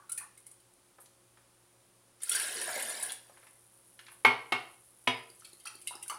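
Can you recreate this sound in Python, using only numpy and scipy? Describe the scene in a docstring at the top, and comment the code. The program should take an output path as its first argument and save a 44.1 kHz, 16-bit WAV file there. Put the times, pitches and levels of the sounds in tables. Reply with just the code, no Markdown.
"""The tiled corner of a kitchen, where grape juice is poured. The last glugs leave a bottle, then the full
glass is tipped over fruit and ice in a blender jar: ringing bubbles and a spray of tiny clicks. The empty
glass knocks twice on the stone counter and the bottle once, each with a thud, a ring and a low boom, and
the bottle starts to glug into the glass again. Foam fizzes in the jar and an appliance hums faintly."""
import sys
import numpy as np
from scipy import signal
from scipy.fft import rfft, irfft
from scipy.io import wavfile
from scipy.ndimage import uniform_filter1d

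SR = 44100
rng = np.random.default_rng(int(sys.argv[2]) if len(sys.argv) > 2 else 0)


def waveform_to_disk(signal):
    """Save audio, clipped to [-1, 1], as 16-bit WAV at the path in sys.argv[1]."""
    frames = np.transpose(np.atleast_2d(signal))
    scaled = np.clip(frames, -1, 1) * 32767
    samples = np.round(scaled).astype(np.int16)
    wavfile.write(sys.argv[1], SR, samples)


N = 272538
TIME = np.arange(N) / SR


# The pour from the tipped glass into the jar. Each row: time in seconds, relative level in dB.
POUR_ENVELOPE = [(2.2, -65), (2.285, -49.5), (2.335, -38), (2.52, -42), (2.79, -40.5), (3.09, -45.5),
                 (3.2, -67), (3.48, -69.5), (3.55, -98)]

def stream(pool_start_s=2.25, pool_fill_s=0.22):
    """Juice hits fruit and ice as fine spray; as it pools, the spray softens and deep bubbles swell."""
    flow = from_db(np.interp(TIME, *np.transpose(POUR_ENVELOPE), left=-120, right=-120))
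    pool = 1 - np.exp(-np.maximum(TIME - pool_start_s, 0) / pool_fill_s)
    gurgle = swarm(POUR_ENVELOPE, 226.7, 1164, cycles=33, spread_db=1, rise=0.045, count=700, tone=jar)
    splatter = swarm(POUR_ENVELOPE, 1241, 5850, cycles=90, spread_db=4, rise=0.04, count=3600, tone=jar)
    mist = swarm(POUR_ENVELOPE, 6270, 15460, cycles=130, spread_db=6.5, rise=0.033, count=6000, tone=jar)
    return flow * (from_db(-20 + 10 * pool) * gurgle
                   + from_db(-1.5 - 3 * pool) * splatter
                   + from_db(-5 - 3.5 * pool) * mist)


# The tone of splashing in the jar. Each row: frequency in Hz, gain in dB.
JAR_EQ = [(220, 7.5), (300, -5), (600, 4), (820, -3.5), (1000, 6), (1250, -7), (1700, 3.5), (3300, 2),
          (5500, 1.5), (9000, 2.5), (11000, -0.5), (15000, -6.5)]
# The jar's air column as it fills. Each row: time in seconds, first and second resonance in Hz.
JAR_RESONANCES = [(2.3, 432, 1380), (2.5, 435, 1630), (2.7, 666, 1690), (3.1, 757, 1650)]

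def jar(s, hz, boost_db=11, sharpness=14):
    """Gain in dB for a bubble in the jar: it is louder near a resonance of the air column."""
    times, *resonances = np.transpose(JAR_RESONANCES)
    detunings = [np.log(hz / np.interp(s, times, sweep)) for sweep in resonances]
    return at_hz(JAR_EQ, hz) + sum(boost_db / (1 + (sharpness * detune) ** 2) for detune in detunings)


# Juice slapping down. Each row: start in seconds, relative spray and body levels in dB, bubble pitch in Hz.
SPLASH_CUES = [(.094, -40.5, -48, 1333), (.117, -32.5, -51.5, 1406), (.176, -33, -42.5, 2390),
               (.374, -52, -60, 2110), (.465, -47.5, -61.5, 2070), (.512, -51.5, -68, 2140),
               (.6, -63, -64, 4540), (2.219, -43, -48.5, 3520), (2.23, -32.5, -50, 1760),
               (2.292, -25, -39.5, 2466), (2.316, -29.5, -28.5, 3370), (2.349, -28, -30, 1560),
               (2.396, -31.5, -31.5, 1600), (2.612, -35.5, -35, 1800), (2.755, -50, -34, 2134),
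               (2.823, -33.5, -60, 1680), (2.894, -35.5, -41, 1760), (3.025, -29.5, -60, 1680),
               (3.119, -35, -44, 3300), (5.396, -53.5, -71, 4120), (5.447, -51, -44, 4250),
               (5.6, -57, -54, 4570), (5.654, -45, -41.5, 4480), (5.669, -43, -37, 2595),
               (5.814, -48.5, -55, 4840), (5.872, -33.5, -33.5, 2730), (6.025, -39.5, -46, 2690),
               (6.078, -39.5, -56, 2230), (6.097, -38.5, -35.5, 2890)]

def splashes(level_db=-4):
    """A film of juice breaks into spray and traps a cluster of small bubbles and one lead bubble."""
    out = np.zeros(N)
    for s, spray_db, body_db, hz in SPLASH_CUES:
        add(out, s, from_db(spray_db) * spray(decay_s=0.0059))
        add(out, s, from_db(body_db - 1) * cluster(1990, 7860, decay_s=0.0074, cycles=174, count=26))
        add(out, s, from_db(body_db + 3) * bubble(hz, t60=110 / hz, rise=0.18, pinch_s=0.00021))
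    return from_db(level_db) * out


# Big gurgles in the jar. Each row: start in seconds, pitch in Hz, relative level in dB.
POCKET_CUES = [(2.368, 1640, -36), (2.572, 359, -36.5), (2.68, 635, -33.5), (2.691, 1626, -32),
               (2.764, 561, -28.5), (2.79, 2040, -34), (3.096, 3340, -35)]

def air_pockets(level_db=-8.5):
    """The stream drags pockets of air under, and each stands out as a gulp."""
    out = np.zeros(N)
    for s, hz, db in POCKET_CUES:
        add(out, s, from_db(db) * gulp(hz, decay_s=0.013, lead_db=8.5, lead_t60=0.031))
    return from_db(level_db) * out


# Air glugging into the bottle. Each row: start in seconds, pitch in Hz, relative level in dB.
GLUG_CUES = [(0, 1100, -62), (0.18, 1774, -56), (0.208, 1103, -57.5), (5.656, 1290, -52), (5.909, 932, -50),
             (6.099, 1140, -42.5)]

def glugs(level_db=0.5, bottle_air_hz=836):
    """Each gulp at the neck also sets the air in the bottle ringing."""
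    out = np.zeros(N)
    for s, hz, db in GLUG_CUES:
        add(out, s, from_db(db) * gulp(hz, decay_s=0.033, lead_db=10.5, lead_t60=0.0605))
        add(out, s, from_db(db + 0.5) * bubble(bottle_air_hz, t60=0.16, rise=0.2, pinch_s=0.012))
    return from_db(level_db) * out


# The pour pulsing at the bottle neck. Each row: start in seconds, relative level in dB.
NECK_PULSES = [(5.3, -51.5), (5.531, -51), (5.752, -46.5), (5.953, -43), (6.145, -52)]

def plops(level_db=-2, plop_hz=347, tick_hz=4420):
    """The neck closes with a low plop, a bright tick and a little spray."""
    out = np.zeros(N)
    for s, db in NECK_PULSES:
        tick = bubble(tick_hz * rng.uniform(0.9, 1.3), t60=0.017, rise=0.34, pinch_s=0.0004)
        add(out, s, from_db(db) * bubble(plop_hz, t60=0.043, rise=0.1, pinch_s=0.00036))
        add(out, s, from_db(db + 6.5) * tick)
        add(out, s, from_db(db - 3) * spray(decay_s=0.0025))
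    return from_db(level_db) * out


def trickle(steady_db=-70, fall_s=0.096, swell_s=0.067):
    """Tiny bubbles fizz in the glass, swelling as a slug of juice lands after each pulse of the neck."""
    level = from_db(steady_db)
    for s, db in NECK_PULSES:
        age = np.maximum(TIME - s - fall_s, 0) / swell_s
        level = level + from_db(db - 8) * age * np.exp(1 - age ** 2) / 2
    fizz = swarm(NECK_PULSES, 1245, 13000, cycles=35, spread_db=5, rise=0.087, count=420)
    return level * butter(fizz, 4700, "low", order=1)


# Glass and bottle hitting the counter. Each row: start in seconds, relative thud level in dB,
# thud cut-off in Hz, then relative levels in dB of the glass ring, bottle ring and counter boom.
KNOCK_CUES = [(4.2478, -18, 2690, -4, -63, -51), (4.2635, -28, 2920, -29, -27, -30.5),
              (4.521, -25.5, 3140, -16, -31.5, -38.5), (4.5265, -38, 3300, -34, -54, -35.5),
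              (5.073, -25, 3280, -32, -14, -29.5)]
# The modes of glass, bottle and counter. Each row: pitch in Hz, relative level in dB, t60 in seconds.
GLASS_MODES = [(720, -18, .2), (892, -11, .25), (1006, -11, .25), (1130, -11, .28), (1205, -12, .2),
               (1380, -17, .27), (1552, -19, .27), (2098, -12, .26), (2177, 1, .16), (2214, -11, .32),
               (2402, -16, .2), (3176, -18, .2), (3708, -23, .2), (11990, -33, .09), (14380, -29, .07)]
BOTTLE_MODES = [(380, -13, .25), (688, -6, .18), (783, -11, .2), (996, -1, .19), (1305, -14, .17),
                (2190, -14, .36), (2246, -4, .22), (2933, -2, .2), (3288, -8, .2), (3723, -11, .22),
                (4290, -25, .25), (4950, -26, .4), (5793, -22, .18), (6200, -26, .15), (9012, -31, .13),
                (10780, -31, .12)]
COUNTER_MODES = [(116.6, -2, 0.37), (135.2, -10.5, 0.5), (241.3, 10, 0.052), (252.4, 11, 0.2),
                 (373, -12, 0.14), (460.6, 0, 0.41)]

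def knocks(level_db=-10, attack_s=0.0017):
    """Each blow sets the glassware ringing and the counter booming."""
    out = np.zeros(N)
    glass, bottle, counter = ring(GLASS_MODES), ring(BOTTLE_MODES), ring(COUNTER_MODES)
    for s, _, _, glass_db, bottle_db, boom_db in KNOCK_CUES:
        blow = from_db(glass_db) * glass + from_db(bottle_db) * bottle + from_db(boom_db) * counter
        add(out, s, blow * (1 - np.exp(-TIME[:SR] / attack_s)))
    return from_db(level_db) * out


# The dense ring of stone and glassware under a blow. Each row: frequency in Hz, gain in dB.
THUD_EQ = [(100, -17), (170, -36.5), (240, -35), (370, -4), (560, -7), (740, 0.5), (1100, 1), (1700, -4),
           (2300, 3.5), (3200, -2), (4600, -6.5), (6500, -14), (10000, -8.5), (15000, -1.5)]

def thuds(level_db=7, t60=0.048, attack_s=0.0014):
    """Glass meets stone: a dense, short thud, each with its own level and brightness."""
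    out, t = np.zeros(N), TIME[:SR]
    envelope = die_away(t, t60) * (1 - np.exp(-t / attack_s))
    for s, db, cutoff_hz, *_ in KNOCK_CUES:
        thud = rms_one(butter(coloured_noise(THUD_EQ, SR), cutoff_hz, "low"))
        add(out, s, from_db(db) * thud * envelope)
    return from_db(level_db) * out


# Light taps. Each row: start in seconds, relative level in dB, rough pitch in Hz.
TAP_CUES = [(0.984, -49, 830), (1.058, -56.5, 5000), (1.372, -54, 1480), (3.296, -51, 765),
            (3.372, -52.5, 1350), (3.43, -51.5, 1150), (3.468, -50.5, 1550), (3.991, -43, 2300),
            (4.066, -48.5, 2720), (4.082, -46, 1900), (4.119, -52.5, 1440)]

def taps(level_db=-3, decay_s=0.00934):
    """Soft, short taps: glassware being handled, and drips or ice settling in the jar."""
    out, t = np.zeros(N), TIME[:SR // 4]
    for s, db, hz in TAP_CUES:
        tap = butter(rng.standard_normal(len(t)), [hz / 1.94, hz * 1.53], "band")
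        add(out, s, from_db(db) * rms_one(tap) * np.exp(-t / decay_s))
    return from_db(level_db) * out


# The hand sliding on the glass. Each row: start in seconds, level in dB.
SWISH_CUES = [(1.001, -60), (4.113, -60.5)]

def swishes():
    """Skin slips over glass in many tiny catches: a thin swish."""
    out = np.zeros(N)
    for s, db in SWISH_CUES:
        add(out, s, from_db(db) * spray(decay_s=0.025, centre_hz=11000, attack_s=0.004))
    return out


# Dripping during and after the pours. Each row: start and end in seconds.
DRIP_SPANS = [(0.201, 1.5), (3.1, 3.7), (5.25, 6.18)]

def drips(level_db=-61, spread_db=2, drops_per_span=5):
    """Stray drops land at random moments as faint ticks."""
    out = np.zeros(N)
    for start, end in DRIP_SPANS:
        for s in rng.uniform(start, end, drops_per_span):
            add(out, s, from_db(level_db + spread_db * rng.standard_normal()) * spray(decay_s=0.0013))
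    return out


def foam(start_s=3.2, start_db=-75, growth_db_per_s=1):
    """After the pour, tiny bubbles pop in the jar with a faint, high fizz that slowly grows."""
    pops = grains(per_s=340, spread_db=1, size=N)
    fizz = rms_one(resonate(pops, 10400, width_hz=2600))
    age = TIME - start_s
    return from_db(start_db + growth_db_per_s * age) * fizz * (age > 0)


# Early reflections off the tiles. Each row: delay in seconds, level in dB.
TILE_ECHOES = [(.0023, -27.5), (.0038, -24.5), (.0063, -38.5), (.0097, -19)]
# The reverb tail. Each row: frequency in Hz, t60 in seconds.
TAIL_DECAY = [(250, 0.48), (1000, 0.44), (2200, 0.39), (5000, 0.4), (10000, .24), (15000, 0.25)]

def kitchen(dry, tail_db, attack_s=0.00047):
    """Close tiled walls throw back a few echoes, then a diffuse tail that dies sooner in the treble."""
    t = TIME[:SR * 3 // 4]
    edges_hz, tail = np.geomspace(280, 18000, 9), 0
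    for low, high in zip(edges_hz, edges_hz[1:]):
        band = butter(rng.standard_normal(len(t)), [low, high], "band")
        tail = tail + band * die_away(t, at_hz(TAIL_DECAY, np.sqrt(low * high)))
    tail = tail * (1 - np.exp(-t / attack_s))
    response = from_db(tail_db) * tail / np.sqrt(np.sum(tail ** 2))
    response[0] += 1   # the direct sound
    for s, db in TILE_ECHOES:
        add(response, s, from_db([db]))
    return signal.fftconvolve(dry, response)[:N]


# The appliance's hum. Each row: pitch in Hz, level in dB.
HUM_TONES = [(118.6, -74.5), (183, -86.5), (274.5, -88.5), (355.3, -78), (543.7, -82)]
# The tone of the room's air. Each row: frequency in Hz, gain in dB.
AIR_EQ = [(25, -1.5), (60, 2.5), (120, -7), (220, -3), (380, -4), (700, -4.5), (1200, -6), (1800, -11.5),
          (3200, -13), (6000, -17), (10000, -20), (13000, -42.5)]

def room_tone(air_db=-70, waver=0.36, waver_hz=3):
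    """Still room air and the slightly wavering hum of an appliance."""
    hum = 0
    for hz, db in HUM_TONES:
        swell = 1 + waver * rms_one(butter(rng.standard_normal(N), waver_hz, "low"))
        hum = hum + np.sqrt(2) * from_db(db) * swell * np.sin(2 * np.pi * (hz * TIME + rng.random()))
    return hum + from_db(air_db) * coloured_noise(AIR_EQ, N)


def bubble(hz, t60, rise, pinch_s):
    """A bubble pinches off and rings at its own pitch, which climbs as it nears the surface."""
    t = TIME[:int(t60 * SR) + 1]
    chirp = np.sin(2 * np.pi * hz * t * (1 + rise * t / t60 / 2))
    return chirp * die_away(t, t60) * (1 - np.exp(-t / pinch_s))


def swarm(cues, low_hz, high_hz, cycles, spread_db, rise, count, tone=None):
    """Bubbles of random pitch, born between the first cue and the last; running rms near 1."""
    when, pitch, size = rng.random((count, 3)).T
    births = cues[0][0] + when * (cues[-1][0] - cues[0][0])
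    pitches = low_hz * (high_hz / low_hz) ** pitch
    levels = spread_db * np.minimum(-np.log(1 - size), 4) + (tone(births, pitches) if tone else 0)
    out = np.zeros(N)
    for s, hz, db in zip(births, pitches, levels):
        add(out, s, from_db(db) * hz / low_hz * bubble(hz, cycles / hz, rise, pinch_s=0.33 / hz))
    running_power = np.abs(uniform_filter1d(out ** 2, size=3500))
    return out / np.sqrt(running_power + 1e-6)


def cluster(low_hz, high_hz, decay_s, cycles, count):
    """A handful of bubbles that swells and thins; as strong as a unit sound dying over decay_s."""
    out = np.zeros(SR // 4)
    for when, pitch, size in rng.random((count, 3)):
        s = min(-decay_s * np.log(1 - when), 0.2)
        hz = low_hz * (high_hz / low_hz) ** pitch
        strength = size * np.sqrt(when) * (1 - when)
        add(out, s, strength * bubble(hz, cycles / hz, rise=0.15, pinch_s=0.1 / hz))
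    return out * np.sqrt(decay_s * SR / 2 / np.sum(out ** 2))


def gulp(hz, decay_s, lead_db, lead_t60):
    """A pocket of air rings as one large bubble and breaks into a cluster around the same pitch."""
    out = cluster(hz / 1.24, hz * 1.506, decay_s, cycles=40, count=14)
    add(out, 0, from_db(lead_db) * bubble(hz, lead_t60, rise=0.31, pinch_s=0.0002))
    return out


def spray(decay_s, centre_hz=9320, attack_s=0.0025):
    """A quickly thinning shower of tiny clicks; as strong as a unit sound dying over decay_s."""
    t = TIME[:SR // 4]
    fade = np.exp(-t / decay_s)
    drops = grains(per_s=7000, spread_db=5.7, size=len(t)) * fade * (1 - np.exp(-t / attack_s))
    return rms_one(resonate(drops, centre_hz, width_hz=2200)) * np.sqrt(np.mean(fade ** 2))


def ring(modes):
    """One second of a struck body's modes, alternating in sign."""
    t = TIME[:SR]
    return sum((-1) ** k * from_db(db) * die_away(t, t60) * np.sin(2 * np.pi * hz * t)
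               for k, (hz, db, t60) in enumerate(modes))


def grains(per_s, spread_db, size):
    """Random clicks of uneven size and sign."""
    strengths = from_db(spread_db * np.minimum(rng.exponential(1, size), 4))
    return (rng.random(size) < per_s / SR) * strengths * rng.choice([-1, 1], size)


def coloured_noise(eq, size):
    """Steady noise shaped by an EQ curve; rms 1."""
    gains = from_db(at_hz(eq, np.fft.rfftfreq(size, 1 / SR)))
    return rms_one(irfft(rfft(rng.standard_normal(size)) * gains, size))


def resonate(x, hz, width_hz):
    """A resonance with gain 1 at its peak."""
    r = np.exp(-np.pi * width_hz / SR)
    feedback = [1, -2 * r * np.cos(2 * np.pi * hz / SR), r * r]
    return signal.lfilter(np.array([1, 0, -1]) * (1 - r * r) / 2, feedback, x + 1e-18)


def butter(x, hz, kind, order=2):
    return signal.sosfilt(signal.butter(order, np.clip(hz, 10, .45 * SR), kind, fs=SR, output="sos"), x)


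def at_hz(curve, hz):
    """Read a curve on a log-frequency axis."""
    frequencies, values = np.transpose(curve)
    return np.interp(np.log(np.maximum(hz, 1)), np.log(frequencies), values)


def add(track, s, sound):
    """Mix a sound into the track at time s."""
    start = max(round(s * SR), 0)
    track[start:start + len(sound)] += sound[:len(track) - start]


def die_away(t, t60):
    return from_db(-60 * t / t60)


def from_db(db):
    return 10 ** (np.asarray(db) / 20)


def rms_one(x):
    return x / np.sqrt(np.mean(x ** 2) + 1e-20)


def scene():
    """Juice, short contacts and ringing knocks sound in the tiled corner, over the room tone."""
    juice = splashes() + glugs() + plops() + trickle() + stream() + air_pockets() + drips() + foam()
    juice = butter(juice, 221, "high")
    contacts = thuds() + taps() + swishes()
    room = kitchen(juice, tail_db=-5) + kitchen(contacts, tail_db=-5) + kitchen(knocks(), tail_db=-11)
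    return (room + room_tone())[None]


def record(dry, hiss_db=-71.5, low_cut_hz=90, port_hz=9700, high_cut_hz=16150):
    """A small microphone hisses, loses the deep bass and resonates at its port; the very top is cut."""
    hiss = from_db(hiss_db) * butter(rng.standard_normal(N), 13000, "low", order=1)
    heard = butter(dry, low_cut_hz, "high", order=1) + hiss
    coloured = heard + from_db(9) * resonate(heard, port_hz, width_hz=1300)
    return signal.sosfilt(signal.ellip(10, .2, 70, high_cut_hz, fs=SR, output="sos"), coloured)


dry = scene()
out = record(dry)
waveform_to_disk(out)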